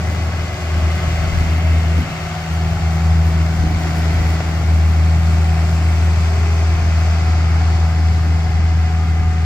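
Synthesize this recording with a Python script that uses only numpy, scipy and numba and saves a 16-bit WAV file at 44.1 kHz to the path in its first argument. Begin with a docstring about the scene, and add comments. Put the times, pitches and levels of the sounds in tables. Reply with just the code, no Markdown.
"""The exhaust boom of a mini excavator's diesel fades and swells throughout, a few metres from a phone on a building site.
Tones locked to the four-cylinder firing count make boom, panel hum and fan; noise pulsed by it makes rumble and clatter.
Oil hisses in narrow noise bands, sandy noise grains rustle, and decaying modes ring in one bucket knock.
The engine bay grows duller and quieter as the machine slews away near the end; low noise buffets the two microphone ports as wind."""
import sys
import numpy as np
from scipy import signal
from scipy.fft import rfft, irfft, next_fast_len
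from scipy.io import wavfile
from scipy.ndimage import uniform_filter1d
from numba import njit

SR = 44100
rng = np.random.default_rng(int(sys.argv[2]) if len(sys.argv) > 2 else 0)


def bounce(signal):
    """Save signal as a 16-bit WAV file at the path given by the first command-line argument."""
    frames = np.transpose(np.atleast_2d(signal))
    limited = np.clip(frames, -1, 1)
    pcm = np.round(limited * 32767).astype(np.int16)
    wavfile.write(sys.argv[1], SR, pcm)


N = 416744
TIME = np.arange(N) / SR
FFT_SIZE = next_fast_len(N + 4096, real=True)
FREQS = np.fft.rfftfreq(FFT_SIZE, 1 / SR) + 1e-3  # the offset keeps log(0) away


def undb(db):
    """Decibels to gain."""
    return 10 ** (np.asarray(db) / 20)


def curves(table):
    """The columns of a control table at every sample."""
    s, *columns = np.transpose(table)
    return [np.interp(TIME, s, c) for c in columns]


def across(table):
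    """The columns of a frequency table at every frequency, on a log axis."""
    hz, *columns = np.transpose(table)
    return [np.interp(np.log(FREQS), np.log(hz), c) for c in columns]


def unit(x):
    """Scale so that the centre of the channels has rms 1."""
    return x / np.std(np.atleast_2d(x).mean(axis=0))


def filtered(x, gain):
    """Apply a gain that is given at every frequency."""
    return irfft(rfft(x, FFT_SIZE) * gain, FFT_SIZE)[..., :N]


def colour(x, points):
    """Filter through a spectrum that falls away steeply beyond its ends, to rms 1."""
    low_skirt = 1 / (1 + (points[0][0] / FREQS) ** 8)
    high_skirt = 1 / (1 + (FREQS / points[-1][0] / 1.2) ** 16)
    return unit(filtered(x, undb(across(points)[0]) * low_skirt * high_skirt))


def band(x, hz, width_hz):
    """One fixed resonance, at rms 1."""
    return unit(filtered(x, 1 / (1 + ((FREQS - hz) / width_hz * 2) ** 2)))


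@njit
def resonance(x, hz, width):
    """State-variable band-pass with a moving centre; hz and width in Hz."""
    y, b, l = np.empty(len(x)), 0., 0.
    for i in range(len(x)):
        g, k = np.tan(np.pi * hz[i] / SR), width / hz[i]
        v = (b + g * (x[i] - l)) / (1 + g * (g + k))
        b, l, y[i] = 2 * v - b, l + 2 * g * v, k * v
    return y


def tone(turns):
    """A sine of rms 1."""
    return np.sqrt(2) * np.cos(2 * np.pi * turns)


def walk(rate):
    """Slow chance of rms 1: random levels held 1 / rate s and slewed twice."""
    hold = int(SR / rate)
    steps = np.repeat(rng.standard_normal(N // hold + 1), hold)
    return unit(uniform_filter1d(uniform_filter1d(steps, hold), hold)[:N])


def swell(start, end):
    """A smooth rise from 0 to 1 and back between two times."""
    return np.sin(np.pi * np.clip((TIME - start) / (end - start), 0, 1))


def swells(table, length_s):
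    """Equally long swells, each centred on its time and with its own level."""
    return sum(undb(db) * swell(s - length_s / 2, s + length_s / 2) ** 2 for s, db in table)


def strikes(table, decay_s):
    """An envelope that jumps at each event and dies away."""
    return sum(undb(db) * (TIME >= s) * np.exp(-np.abs(TIME - s) / decay_s) for s, db in table)


# the phone's two microphone ports: f/Hz, left minus right level/dB, coherence [0-1], left lead [radians]
PORT_PAIR = [(100, 1.2, 0.99, -0.1), (170, 1.2, 0.98, -0.1), (310, 0.4, 0.87, 0.2), (500, 3.3, 0.69, 0.6),
             (750, 2.7, 0.91, -0.4), (1050, 1.4, 0.32, 1.0), (1450, 2.4, 0.43, -0.1),
             (1900, 0.2, 0.59, 0.9), (2600, 1.5, 0.63, 1.7), (3800, 5.6, 0.31, 4.1), (4900, -0.2, 0.3, 7.0),
             (6800, 9.0, 0.14, 8.8), (8700, 13.0, 0.17, 9.2), (12500, 5.2, 0.01, 9.8)]


def at_ports(pair):
    """Two unrelated signals become left and right: a shared direct part that leads left, and a diffuse part."""
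    pan_db, likeness, lead = across(PORT_PAIR)
    likeness = np.clip(likeness, 0, .999)
    direct, diffuse = rfft(pair, FFT_SIZE)
    left = undb(pan_db)
    right = (likeness * direct + np.sqrt(1 - likeness ** 2) * diffuse) * np.exp(-1j * lead)
    # the power of the two ports' mean stays even at every frequency
    centre = np.sqrt(left ** 2 + 1 + 2 * left * likeness * np.cos(lead)) / 2
    return irfft(np.array([left * direct, right]) / centre, FFT_SIZE)[:, :N]


def noise(gate=1):
    """Gated turbulence as the two ports pick it up."""
    return at_ports(gate * rng.standard_normal((2, N)))


def place(x):
    """A point source reaches both ports directly, with a level step and a lead between them."""
    pan_db, _, lead = across(PORT_PAIR)
    half = undb(pan_db / 2) * np.exp(.5j * lead)
    return filtered(x, np.array([half, 1 / half]))


# nearby surfaces: mean extra path [s], reflected share [0-1]
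SURFACES = [(.0023, 0.14), (.0052, .17), (.011, .15)]


def reflected(pair):
    """Ground and bodywork add short echoes whose delays drift at random."""
    out = pair
    for delay_s, share in SURFACES:
        lag = (SR * delay_s * (1 + .03 * walk(.6))).astype(int)
        out = out + share * pair[:, (np.arange(N) - lag) % N]
    return unit(out)


GOVERNED_HZ = 81.0  # firings per second away from the sags
# the engine sags under a new load: start t/s, end t/s, depth f/Hz
LOAD_SAGS = [(0.6, 1.1, .9), (1.85, 2.6, .45), (4.5, 5.15, .85)]


def count_firings():
    """The firing rate, dipping under load, adds up to a running count of firings."""
    firing_hz = GOVERNED_HZ - sum(depth * swell(start, end) for start, end, depth in LOAD_SAGS)
    return np.cumsum(firing_hz) / SR


# working strokes of the arm: start t/s, end t/s, effort [0-1]
ARM_STROKES = [(0.6, 1.7, .85), (3.7, 4.547, 1.0), (6.2, 7.9, 0.06)]


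def effort():
    """How hard the arm works, 0-1."""
    return sum(strength * swell(start, end) for start, end, strength in ARM_STROKES)


# the body turns and screens the engine bay: t/s, share turned away [0-1]
SLEW_AWAY = [(7.65, 0), (8.0, .65), (8.6, 0.62), (9.45, 1.0)]


def turned_away():
    """How far the body has turned away from the phone, 0-1."""
    return curves(SLEW_AWAY)[0]


# the low boom fades: start t/s, end t/s, fade level/dB (spans shorter than the ramp fade less)
BOOM_FADES = [(0.473, 0.715, 5.5), (0.575, 0.607, 12), (2.024, 2.489, 14), (2.75, 2.833, 8.5),
              (3.778, 3.84, 2.5), (4.42, 4.453, 7)]
FADE_RAMP_S = 0.043


def faded_db():
    """How far the low boom has faded: a quick fall, a hold and a quick return."""
    fade_db = 0
    for start, end, db in BOOM_FADES:
        inside_s = np.minimum(TIME - start, end - TIME)
        fade_db = fade_db + db * np.clip(.5 + inside_s / FADE_RAMP_S, 0, 1)
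    return fade_db


# exhaust boom at the firing rate, before fades and flutter: t/s, level/dB
BOOM_LEVEL = [(0, -19.5), (0.45, -20), (0.85, -14.5), (1.13, -19.5), (1.95, -14), (2.6, -19), (3.1, -13),
              (3.6, -15.5), (3.95, -19), (4.08, -15.5), (4.6, -17), (4.69, -12), (5.8, -13.5), (8.3, -13.4),
              (9.45, -15)]
# its octave, before fades, throb and flutter: t/s, level/dB
OCTAVE_LEVEL = [(0, -36), (1.5, -26.5), (3.15, -21.5), (4.8, -27), (5.2, -23.5), (5.65, -24), (6.5, -33),
                (8.05, -26.5), (9.45, -29)]
# spectrum of the gas rumble: f/Hz, relative level/dB
RUMBLE_SPECTRUM = [(60, -20), (80, 0), (105, 2.5), (140, -4.5), (190, -6), (240, -13.5), (290, -10.5),
                   (360, -15.5), (450, -19.5), (560, -22.5), (900, -48)]
DIGGING_ENDS_S, DIGGING_FLUTTER_DB, FREE_FLUTTER_DB = 4.65, 1.5, 0.73
OCTAVE_FADE, RUMBLE_FADE = .3, 0.42  # shares of the boom's fade
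RUMBLE_DB, RUMBLE_EFFORT_DB, RUMBLE_SCREEN_DB = -27.5, 1.5, 0.6  # base, full effort adds, turning takes
RUMBLE_LAG_S = 0.4


def exhaust(firings):
    """The silencer rounds the firings to a boom and its octave; each puff of gas rumbles."""
    fade_db = faded_db()
    flutter_db = np.where(TIME < DIGGING_ENDS_S, DIGGING_FLUTTER_DB, FREE_FLUTTER_DB)
    boom = tone(firings) * undb(curves(BOOM_LEVEL)[0] - fade_db + flutter_db * walk(28))
    # the octave trails the boom (broad crests, narrow troughs) and throbs once per engine cycle
    throb_db = 0.83 * tone(firings / 4) + .6 * walk(15)
    octave_db = curves(OCTAVE_LEVEL)[0] - OCTAVE_FADE * fade_db + throb_db
    octave = tone(2 * firings - .39) * undb(octave_db)
    # the rumble follows the fade sluggishly
    lag = int(RUMBLE_LAG_S * SR)
    slow_fade_db = uniform_filter1d(fade_db, lag, origin=lag // 3)
    rumble_db = RUMBLE_DB + RUMBLE_EFFORT_DB * effort() ** 2
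    rumble_db = rumble_db - RUMBLE_FADE * slow_fade_db - RUMBLE_SCREEN_DB * turned_away()
    rumble = colour(noise(1 + 0.19 * tone(firings)), RUMBLE_SPECTRUM) * undb(rumble_db)
    return place(boom + octave) + rumble


# low engine lines, before fades and waver: multiple of the firing rate, level/dB (rms)
LOW_LINES = [(.75, -50), (1.25, -36.5), (2.25, -42), (2.5, -45), (3, -51.5), (4, -52.5)]
# harmonics that the panels sing with: multiple of the firing rate, level/dB relative to PANEL_DB
SINGING_PANELS = [(10, 2.5), (11, 0.5), (13, 3), (14, -6.5), (15, 3), (25, 1.5)]
# a body panel hums along for a while: start t/s, end t/s, multiple of the firing rate, crest level/dB
PANEL_HUMS = [(1.05, 2.1, 3, -39), (2.4, 4.5, 3, -46), (1.0, 2.0, 10, -48), (2.302, 3.5, 10, -41),
              (4.3, 6.3, 2.5, -41), (6.048, 6.8, 5, -37.5)]
PANEL_DB, FIFTH_DB, FIFTH_AFTER_DIGGING_DB = -54, -52, -48


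def engine_lines(firings):
    """Unequal cylinders and humming panels add lines, all on the grid of the four-firing cycle."""
    def on_grid(k):
        return np.round(4 * k) / 4 * firings

    def line(k, db, waver_db):
        return tone(on_grid(k) + .05 * walk(4)) * undb(db + waver_db * walk(2.5))

    low = sum(line(k, db, waver_db=1.5) for k, db in LOW_LINES) * undb(-.6 * faded_db())
    panels = sum(line(k, PANEL_DB + db, waver_db=2.5) for k, db in SINGING_PANELS)
    # the fifth harmonic comes forward over the last half second of digging
    fifth_db = np.interp(TIME, [DIGGING_ENDS_S - .5, DIGGING_ENDS_S], [FIFTH_DB, FIFTH_AFTER_DIGGING_DB])
    fifth = line(5, fifth_db, waver_db=-0.5)
    # a resonating panel moves a quarter cycle behind its drive
    hums = sum(tone(on_grid(k) - 1 / 4) * undb(db) * swell(start, end) for start, end, k, db in PANEL_HUMS)
    return place(low + fifth + panels + hums)


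# cooling fan, before flutter: t/s, blade tone level/dB, its octave level/dB
FAN_LEVELS = [(0, -42.5, -44), (0.6, -39.5, -40.5), (1.8, -44.5, -42.5), (3.1, -42.5, -39.5),
              (4.7, -46.5, -44), (5.4, -44, -38), (6.4, -40, -45), (7.7, -46.5, -39), (8.5, -57, -36),
              (9.45, -54, -42)]
BLADES_PER_FIRING = 4.535


def fan(firings):
    """The belt-driven fan sounds its blade rate and two overtones, fluttering in the uneven air."""
    blade_db, octave_db = curves(FAN_LEVELS)
    blades = BLADES_PER_FIRING * firings
    tones = 0
    for harmonic, db in enumerate([blade_db, octave_db, blade_db - 5.5], start=1):
        tones = tones + tone(harmonic * blades + 0.027 * walk(10)) * undb(db + 2.0 * walk(7))
    return place(tones)


def blows(firings, decay, scatter_db):
    """One burst a firing, fading over a share of the firing interval; cylinders differ and every firing varies."""
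    count = np.floor(firings).astype(int)
    cylinder_db = np.array([1.2, -1.5, -0.83, 0.27])
    chance_db = scatter_db * rng.standard_normal(count.max() + 1)
    size = undb(cylinder_db[count % 4] + chance_db[count])
    return size * np.exp(-(firings % 1) / decay)


# spectrum of the block's clatter: f/Hz, relative level/dB
CLATTER_SPECTRUM = [(600, -17), (900, -6), (1020, -3), (1120, -0.5), (1250, 0), (1500, 1.5), (1760, -3),
                    (2030, 1), (2250, -2.5), (2500, -5.5), (2900, -11.5), (3300, -18), (4200, -34)]
# spectrum of the injector and oil hiss: f/Hz, relative level/dB
HISS_SPECTRUM = [(1800, -12), (2900, -5.5), (3400, -2.5), (3900, -3.5), (4400, 0.5), (5000, -.5),
                 (5800, -4.5), (6250, -4), (6900, -7), (7400, -5), (8000, -11), (8700, -22.5), (11000, -43)]
# moving peak of the engine noise, coloured by ground reflection: t/s, f/Hz
MOVING_PEAK = [(0, 670), (1.8, 652), (2.5, 701), (5.5, 698), (6.9, 700), (7.7, 743), (9.45, 760)]
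# base level, what full effort adds, what turning away takes
CLATTER_DB, CLATTER_EFFORT_DB, CLATTER_SCREEN_DB = -34.5, 2.1, 2.5
HISS_DB, HISS_EFFORT_DB, HISS_SCREEN_DB = -41.5, 2.1, 4
PEAK_DB, PEAK_EFFORT_DB, PEAK_SCREEN_DB = -34.5, 1.2, 7.5


def engine_bay(firings):
    """The block rattles, injectors and oil hiss, and broad engine noise has a moving peak from ground reflection."""
    work, turned, peak_hz = effort(), turned_away(), curves(MOVING_PEAK)[0]
    clatter_db = CLATTER_DB + CLATTER_EFFORT_DB * work - CLATTER_SCREEN_DB * turned
    hiss_db = HISS_DB + HISS_EFFORT_DB * work - HISS_SCREEN_DB * turned ** 2
    peak_db = PEAK_DB + PEAK_EFFORT_DB * work - PEAK_SCREEN_DB * turned ** 3
    rattle = noise(2.5 + blows(firings, decay=0.31, scatter_db=1.5))
    clatter = colour(reflected(rattle), CLATTER_SPECTRUM) * undb(clatter_db + .2 * walk(14))
    spray = noise(3.5 + blows(firings, decay=0.22, scatter_db=4.5))
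    hiss = colour(reflected(spray), HISS_SPECTRUM) * undb(hiss_db + 0.41 * walk(12))
    broad = noise(1 + 0.032 * tone(firings / 4))
    peak = np.array([resonance(resonance(side, peak_hz, 260.), peak_hz, 317.0) for side in broad])
    return clatter + hiss + unit(peak) * undb(peak_db)


# spectrum of the sand: f/Hz, relative level/dB
GRIT_SPECTRUM = [(2500, -7), (5000, 1), (8500, 0.5), (10300, 1.5), (12000, 1), (15500, -1)]
# spills of grit off the bucket: t/s, crest level/dB
GRIT_SPILLS = [(1.39, -51), (2.01, -52), (2.53, -55), (2.94, -54), (3.27, -49), (3.81, -52), (3.98, -49.5),
               (4.31, -53)]
# stones ticking on the steel: t/s, onset level/dB
STONE_TICKS = [(1.4037, -44), (2.6938, -48), (3.8232, -46), (3.99, -44), (4.335, -42), (7.888, -50)]
SAND_DB, SAND_EFFORT_DB, SPILL_S = -52.5, 2.5, .12
SAND_THINS_S, SAND_FADE_DB_PER_S = 6.05, 2


def soil():
    """Dense grains of sand rustle with each stroke and fade once the bucket is lifted; some stones tick."""
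    # each grain lasts 32 samples
    grain_db = 2.2 * np.minimum(rng.exponential(size=N // 32 + 1), 5)
    grains = undb(grain_db).repeat(32)[:N]
    fade_db = SAND_FADE_DB_PER_S * np.maximum(TIME - SAND_THINS_S, 0)
    flow = undb(SAND_DB + SAND_EFFORT_DB * effort() - fade_db)
    level = np.hypot(flow, swells(GRIT_SPILLS, SPILL_S)) * undb(0.77 * walk(25))
    sand = colour(reflected(noise(3.6 + grains)), GRIT_SPECTRUM) * level
    tick_spectrum = [(2000, -10), (4500, 0), (8000, -11), (15000, -19)]  # f/Hz, level/dB
    ticks = colour(noise(), tick_spectrum) * strikes(STONE_TICKS, decay_s=.012)
    return sand + ticks


# spectrum of the wind at the ports: f/Hz, relative level/dB
WIND_SPECTRUM = [(12, -10), (25, -8.5), (45, 0.5), (70, 1), (120, -6), (250, -24), (600, -48)]
# gusts on the ports, before flutter: t/s, crest level/dB
WIND_GUSTS = [(0.82, -30), (1.15, -26), (1.37, -19.5), (1.98, -31), (2.73, -29), (3.33, -32), (3.68, -23),
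              (3.92, -29), (4.22, -25), (6.8, -31), (7.2, -34), (7.6, -36), (8.33, -36), (8.57, -25),
              (9.25, -24)]
BREEZE_DB, GUST_S = -38, 0.39


def wind():
    """A light breeze and its gusts push eddies on the phone, partly on each port alone."""
    eddies = rng.standard_normal(N) + .5 * rng.standard_normal((2, N))
    strength = np.hypot(undb(BREEZE_DB), swells(WIND_GUSTS, GUST_S))
    return colour(eddies, WIND_SPECTRUM) * strength * undb(1.5 * walk(14))


# oil squeezed through the control valves: start t/s, end t/s, centre f/Hz, width f/Hz, crest level/dB
OIL_VALVES = [(0.091, 3.0, 2750, 900, -45.5), (0.748, 2.4, 2120, 230, -42.5), (1.17, 1.29, 645, 30, -36),
              (1.62, 1.77, 638, 18, -32), (4, 4.5, 2000, 150, -40.5), (3.8, 4.55, 5000, 700, -50),
              (4.998, 6.3, 9400, 600, -65), (5, 6.8, 7700, 700, -55), (4.9, 7.8, 2400, 600, -45.5),
              (5.298, 9.1, 4900, 960, -47.5), (5.798, 7.6, 6130, 260, -54.5), (6.5, 7.3, 690, 40, -39.5),
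              (6.7, 8, 1320, 310, -41.5)]


def hydraulics():
    """Oil turbulence in each valve hisses in its own narrow band, swelling and fading."""
    oil = noise()
    hiss = 0
    for start, end, hz, width_hz, db in OIL_VALVES:
        hiss = hiss + band(oil, hz, width_hz) * undb(db) * np.sqrt(swell(start, end))
    return hiss


# dull thuds: t/s, onset level/dB
DULL_THUDS = [(.782, -27), (1.98, -21.5), (3.635, -23)]
# the bucket grinds through packed soil and the arm drones: start t/s, end t/s, crest level/dB
SOIL_GRINDS = [(1.3, 2.1, -39), (3.1, 5.1, -35.5)]
ARM_HZ, ARM_WIDTH_HZ = 308, 140
# bucket knock: t/s, level/dB of its strongest mode before decay
BUCKET_KNOCKS = [(4.405, -11)]
# modes of the knock: f/Hz, relative level/dB, t60 [s]
KNOCK_MODES = [(668, 0, .018), (830, -11, .015), (1841, -17, .03), (2649, -16, .03)]


def bucket():
    """Dull thuds, the drone of grinding, and a short knock, cushioned and damped by the load of soil."""
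    thud_spectrum = [(70, 1), (130, -4.0), (280, -4), (500, -25)]  # f/Hz, level/dB
    thuds = colour(noise(), thud_spectrum) * strikes(DULL_THUDS, decay_s=0.057)
    grind_level = sum(undb(db) * swell(start, end) for start, end, db in SOIL_GRINDS)
    grinding = band(noise(), ARM_HZ, ARM_WIDTH_HZ) * grind_level
    knock = 0
    for s, peak_db in BUCKET_KNOCKS:
        age = np.maximum(TIME - s, 0)
        contact = np.minimum(age / .0012, 1)  # soft onset over 1.2 ms
        for hz, db, t60 in KNOCK_MODES:
            ringing = undb(peak_db + db - 60 * age / t60) * np.sin(2 * np.pi * hz * age)
            knock = knock + contact * ringing
    return place(knock) + thuds + grinding


def scene():
    """The firing count times every part of the engine; arm, soil and wind join it at the phone."""
    firings = count_firings()
    engine = exhaust(firings) + engine_lines(firings) + fan(firings) + engine_bay(firings)
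    return engine + soil() + wind() + hydraulics() + bucket()


TOP_HZ = 15650


def record(dry):
    """The phone cuts the top with a steep elliptic low-pass."""
    return signal.sosfilt(signal.ellip(10, .2, 80, TOP_HZ, fs=SR, output="sos"), dry)


dry = scene()
out = record(dry)
bounce(out)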